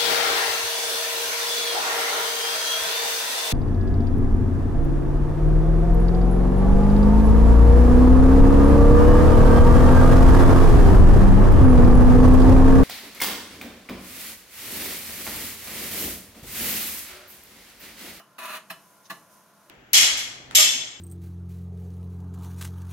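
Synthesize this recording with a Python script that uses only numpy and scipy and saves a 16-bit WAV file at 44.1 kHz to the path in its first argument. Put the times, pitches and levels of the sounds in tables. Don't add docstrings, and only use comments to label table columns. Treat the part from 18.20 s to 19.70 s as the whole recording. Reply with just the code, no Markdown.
import sys
import numpy as np
from scipy import signal
from scipy.fft import rfft, irfft
from scipy.io import wavfile

SR = 44100
rng = np.random.default_rng(int(sys.argv[2]) if len(sys.argv) > 2 else 0)


def unload_wav(signal):
    wavfile.write(
        sys.argv[1],
        SR,
        np.round(np.clip(np.atleast_2d(signal).T, -1, 1) * 32767).astype(np.int16),
    )


N = 66150


def amp(db):
    return 10 ** (np.asarray(db) / 20)


def unit_rms(x):
    return x / np.sqrt(np.mean(x ** 2) + 1e-20)


def curve_at(points, hz):
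    freqs, values = np.transpose(points)
    return np.interp(np.log(hz + 1), np.log(freqs + 1), values)


def clock():
    return np.arange(N) / SR


def drift(rate_hz):
    hz = np.fft.rfftfreq(N, 1 / SR)
    return unit_rms(irfft(rfft(rng.standard_normal(N)) / (1 + (hz / rate_hz) ** 2), N))


def envelope(start, rise, hold, fall):
    t = clock() - start
    return np.clip(t / rise, 0, 1) * np.exp(-np.maximum(t - hold, 0) / fall)


def partial(hz, wander=0):
    spread = 0.45 * hz / 1000 * np.array([[1], [-1]]) * rng.uniform(-1.14, 1)
    return np.sqrt(2) * np.sin(2 * np.pi * (hz * clock() + rng.random()) + wander - spread)


def resonance(hz, width_hz):
    tone = partial(hz, wander=1.54 * drift(width_hz))
    return tone * np.maximum(1 + 0.39 * drift(width_hz), 0)


# frequency in Hz, likeness of the channels from 0 to 1.
STEREO_LIKENESS = [(50, .55), (130, .88), (300, .8), (640, .95), (1400, .88), (2500, .72), (4200, .2),
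                   (6000, .3), (7500, .85), (10000, .96), (15000, .98)]

def noise(colour):
    hz = np.fft.rfftfreq(N, 1 / SR)
    likeness = curve_at(STEREO_LIKENESS, hz)
    mid, side = rfft(rng.standard_normal((2, N)))
    mid, side = mid * np.sqrt(1 + likeness), side * np.sqrt(1 - likeness)
    return unit_rms(irfft(np.array([mid + side, mid - side]) * amp(curve_at(colour, hz)), N))


# frequency in Hz, relative noise density in dB.
AIR_COLOUR = [(25, -35), (50, -29), (80, -9), (150, 1.5), (195, 0.5), (235, -3.5), (300, -1), (420, -3.5),
              (640, 0), (780, -4.5), (1050, -4), (1220, -3), (1420, -1.5), (2000, -11), (3000, -14),
              (5000, -15.5), (15500, -38)]
# pitch in Hz, level in dB.
FAN_TONES = [(199, -71), (605, -76.5), (678, -72.5), (861, -71.5), (1001, -68.5), (1044, -69), (1104, -72),
             (1405, -72.5)]

def fan():
    air = amp(-61) * noise(AIR_COLOUR)
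    return air + sum(amp(db) * resonance(hz, width_hz=9) for hz, db in FAN_TONES)


# time in seconds, level in dB.
RUB_LEVEL = [(0, -66.5), (.17, -69.5), (.4, -67), (.48, -63), (.62, -60), (.76, -61.5), (.88, -62.5),
             (.97, -58.5), (1.08, -63), (1.13, -58), (1.22, -62.5), (1.33, -65.5), (1.41, -64.5),
             (1.5, -64)]
# frequency in Hz, relative noise density in dB.
RUB_COLOUR = [(500, -5.5), (2500, -5.5), (4500, -6), (6200, 2.5), (7500, -3.5), (10500, 1), (13000, -1.5),
              (15500, -7)]
# frequency in Hz, relative noise density in dB.
SCUFF_COLOUR = [(500, -29), (2500, -7), (3500, 1.5), (5000, -1), (6400, 5), (8000, -27), (15000, -28)]

def disk(scuff_s=0.862, scuff_width_s=0.0097, scuff_db=-54):
    t = clock()
    rub_db = np.interp(t, *np.transpose(RUB_LEVEL))
    rub = noise(RUB_COLOUR) * amp(rub_db + 0.67 * drift(80))
    scuff = noise(SCUFF_COLOUR) * amp(scuff_db) / (1 + ((t - scuff_s) / scuff_width_s) ** 2)
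    return rub + scuff


# pitch in Hz, nominal 60 dB decay in seconds, then relative level in dB
CHASSIS_MODES = [(184.9, 0.071, -13, -6, -9.5), (296.4, 0.18, -34, -14, -17), (372, 0.17, -15, -19, -16),
                 (638.4, 0.1, 2, -6, -15), (672, 0.19, -2.5, -4, -5.5), (786.4, 0.14, -6, -7, -35),
                 (1009, 0.19, 2, -12, -14), (1084, 0.14, -3.5, -7, 0.5), (1166, 0.089, 3, -1.5, 3),
                 (1275, 0.082, 2, -2, -18), (1368, 0.051, 6.5, -12, -13), (1446, 0.097, -18, -20, -8),
                 (1548, 0.049, -23, -32, -2.5), (1643, 0.099, -17, -1, -18), (1720, 0.048, 1, 0, 2.5),
                 (1768, 0.079, 2.5, -13, -8), (1970, 0.055, -8, -8, -1), (2440, 0.051, -4, -1, -8),
                 (2650, 0.036, -11, -8, -9.5), (2970, 0.24, -8, -9.5, -13), (3450, 0.062, -29, -27, -12),
                 (4154, 0.063, -2, -3, -12), (4340, 0.045, -20, -30, -10)]

def chassis_ring(start, db, swell, hold, kind, damping=1.095):
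    ring = 0
    for hz, t60, _, *step_db in CHASSIS_MODES:
        lag = min(1000 / hz, 1.6) ** 0.67
        rise = swell * lag
        shape = envelope(start + 0.0038 * lag, rise, rise + hold, fall=t60 / np.log(1000) / damping)
        ring = ring + amp(db + step_db[kind]) * partial(hz) * shape
    return ring


# frequency in Hz, relative noise density in dB when bright, and when heavy.
KNOCK_COLOUR = [(30, -45, -47), (69.6, -16, -18), (144, -14, -5), (500, -14.5, -14), (760, -12.5, -5.5),
                (1260, 2, -4.5), (1500, -13, -13.5), (1760, -2, -2), (1940, -4, -2.5), (2270, -12, -13),
                (2700, -1.5, -6), (3080, -8, -9), (3530, -19, -12.5), (4180, -10, -2), (4580, -30, -20),
                (5020, -10, -13.5), (6550, -18.5, -14), (8800, -16, -20.5), (15800, -21.5, -19.5)]
# frequency in Hz, relative noise density in dB.
CLICK_COLOUR = [(300, -14), (3000, 3.5), (5200, -1.5), (7200, -17), (8800, -4.5), (12000, -1), (15500, -5)]
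# start in seconds, ring gain in dB, ring swell at 1 kHz and ring hold in
# seconds, knock gain in dB, knock hold in seconds, click gain in dB, click delay in seconds,
# kind (0 bright, 1 heavy).
HEAD_STEPS = [(-.028, -46, 0.0078, 0.0055, -40, .012, -40, 0.0058, 0),
              (0.497, -42, 0.0076, .003, -36, 0.0059, -37.5, 0.0075, 0),
              (0.896, -41, 0.01, 0.0069, -38, 0.012, -42, 0.0064, 1),
              (1.496, -69, .008, .002, -38.5, 0.011, -44, 0.00063, 1)]

def head_step(start, ring_db, swell, ring_hold, knock_db, knock_hold, click_db, click_delay, kind):
    knock_colour = np.array(KNOCK_COLOUR)[:, [0, 1 + kind]]
    knock = noise(knock_colour) * envelope(start, rise=0.0059, hold=knock_hold, fall=0.015)
    click = noise(CLICK_COLOUR) * envelope(start + click_delay, rise=0.0012, hold=0.0072, fall=0.0054)
    ring = chassis_ring(start, ring_db, swell, ring_hold, kind)
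    return np.array([ring, amp(knock_db) * knock + amp(click_db) * click])


# time in seconds, gain in dB.
SEEK_EFFORT = [(.182, -4.5), (.189, 2.5), (.198, -2), (.226, -2), (.236, 1), (.258, 2.5), (.276, -3),
               (.303, 2.5), (.322, -.5), (.344, 3), (.368, 1.5)]
# frequency in Hz, relative noise density in dB.
RATTLE_COLOUR = [(30, -58), (80, -41), (170, -22), (450, -20), (700, -11.5), (880, -11.5), (1100, 0.5),
                 (1400, -7.5), (1850, -5), (2230, -8), (2570, -2), (3100, -10), (3700, -10), (4150, -8),
                 (4900, -18.5), (6700, -14.5), (7500, -22), (8600, -16.5), (9900, -19), (11000, -11),
                 (11900, -14.5), (12800, -21), (15500, -17.5)]
# multiple of the step rate, relative level in dB.
STEPPER_HARMONICS = [(2, -6.5), (3, -14), (4, -13.5), (5, -9), (6, -16), (8, 0), (9, -17), (10, -26),
                     (11, -10), (12, -2), (14, -1.5), (19, -17), (20, -4), (21, -2.5)]

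def long_seek(start=0.182, end=0.37, step_hz=122.9, kick_s=0.0024, rebound=0.35):
    t = clock()
    tracks = (t - start) * step_hz
    kick = np.exp(-(tracks % 1) / step_hz / kick_s)
    bounce = rebound * np.exp(-((tracks + 0.5) % 1) / step_hz / kick_s)
    pulses = 0.5 + kick + bounce
    rattle = unit_rms(noise(RATTLE_COLOUR) * pulses * amp(drift(120)))
    rattle *= amp(-40) * envelope(start, rise=0.0011, hold=end - start, fall=0.0062)

    waver = 2 * np.pi * step_hz * 0.002 * np.cumsum(drift(29)) / SR
    buzz = unit_rms(sum(amp(db) * partial(k * step_hz, k * waver) for k, db in STEPPER_HARMONICS))
    ring = unit_rms(sum(amp(db) * resonance(hz, 1.7 / t60) for hz, t60, db, _, _ in CHASSIS_MODES))
    body = amp(-45.5) * buzz + amp(-41.5) * ring
    body *= envelope(start, rise=0.0023, hold=end - start, fall=0.018)

    effort = amp(np.interp(t, *np.transpose(SEEK_EFFORT)))
    return effort * np.array([body, rattle])


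# frequency in Hz, phase lead of the right channel in radians.
RIGHT_LEAD = [(100, 0.11), (700, 0.34), (1500, 0.29), (2500, 0.47), (4200, 1.5), (6000, 0.88), (8000, 0.58),
              (15000, 0)]

def place_drive(x, low_cut_hz=91):
    hz = np.fft.rfftfreq(2 * N, 1 / SR)
    low_cut = (1j * hz / (1j * hz + low_cut_hz)) ** 2
    ears = np.exp(0.5j * curve_at(RIGHT_LEAD, hz) * np.array([[-1], [1]]))
    return irfft(rfft(x, 2 * N) * low_cut * ears)[..., :N]


# delay in seconds, gain against the direct sound.
REFLECTIONS = [(.0011, 0.36), (.0031, 0.39), (.0059, 0.54), (.0111, 0.23)]

def with_reflections(x):
    hz = np.fft.rfftfreq(2 * N, 1 / SR)
    comb = 1 + sum(gain * np.exp(-2j * np.pi * hz * delay) for delay, gain in REFLECTIONS)
    return irfft(rfft(x, 2 * N) * comb / np.sqrt(np.mean(abs(comb) ** 2)))[:, :N]


# frequency in Hz, 60 dB decay in seconds.
ROOM_DECAY = [(150, 0.59), (1000, 0.31), (3000, 0.26), (8000, 0.3), (15000, 0.13)]

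def room(x, predelay_s=0.0059):
    white = noise([(20, 0), (20000, 0)])
    hz, t, spectra = signal.stft(white, SR, nperseg=256)
    decay = amp(-60 * t / curve_at(ROOM_DECAY, hz)[:, None])
    tail = signal.istft(spectra * decay, SR, nperseg=256)[1][:, :N]
    tail *= np.clip(clock() / predelay_s - 1, 0, 1)
    return signal.fftconvolve(x, tail / np.linalg.norm(tail[0]), axes=1)[:, :N]


def scene():
    drive = long_seek() + sum(head_step(*row) for row in HEAD_STEPS)
    ringing, rattling = place_drive(drive)
    room_send = (amp(-12) * ringing + amp(-7) * rattling).mean(0, keepdims=True)
    return ringing + with_reflections(rattling) + room(room_send) + disk() + fan()


def record(dry):
    notch_hz, half_width_hz, high_cut_hz = 7870, 110, 15800
    hz = np.fft.rfftfreq(2 * N, 1 / SR)
    notch = 1 - np.exp(-((hz - notch_hz) / half_width_hz) ** 4)
    notched = irfft(rfft(dry, 2 * N) * notch)[:, :N]
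    high_cut = signal.firwin(511, high_cut_hz, window=("kaiser", 9), fs=SR)
    return signal.oaconvolve(notched, high_cut[None], "same")


dry = scene()
out = record(dry)
unload_wav(out)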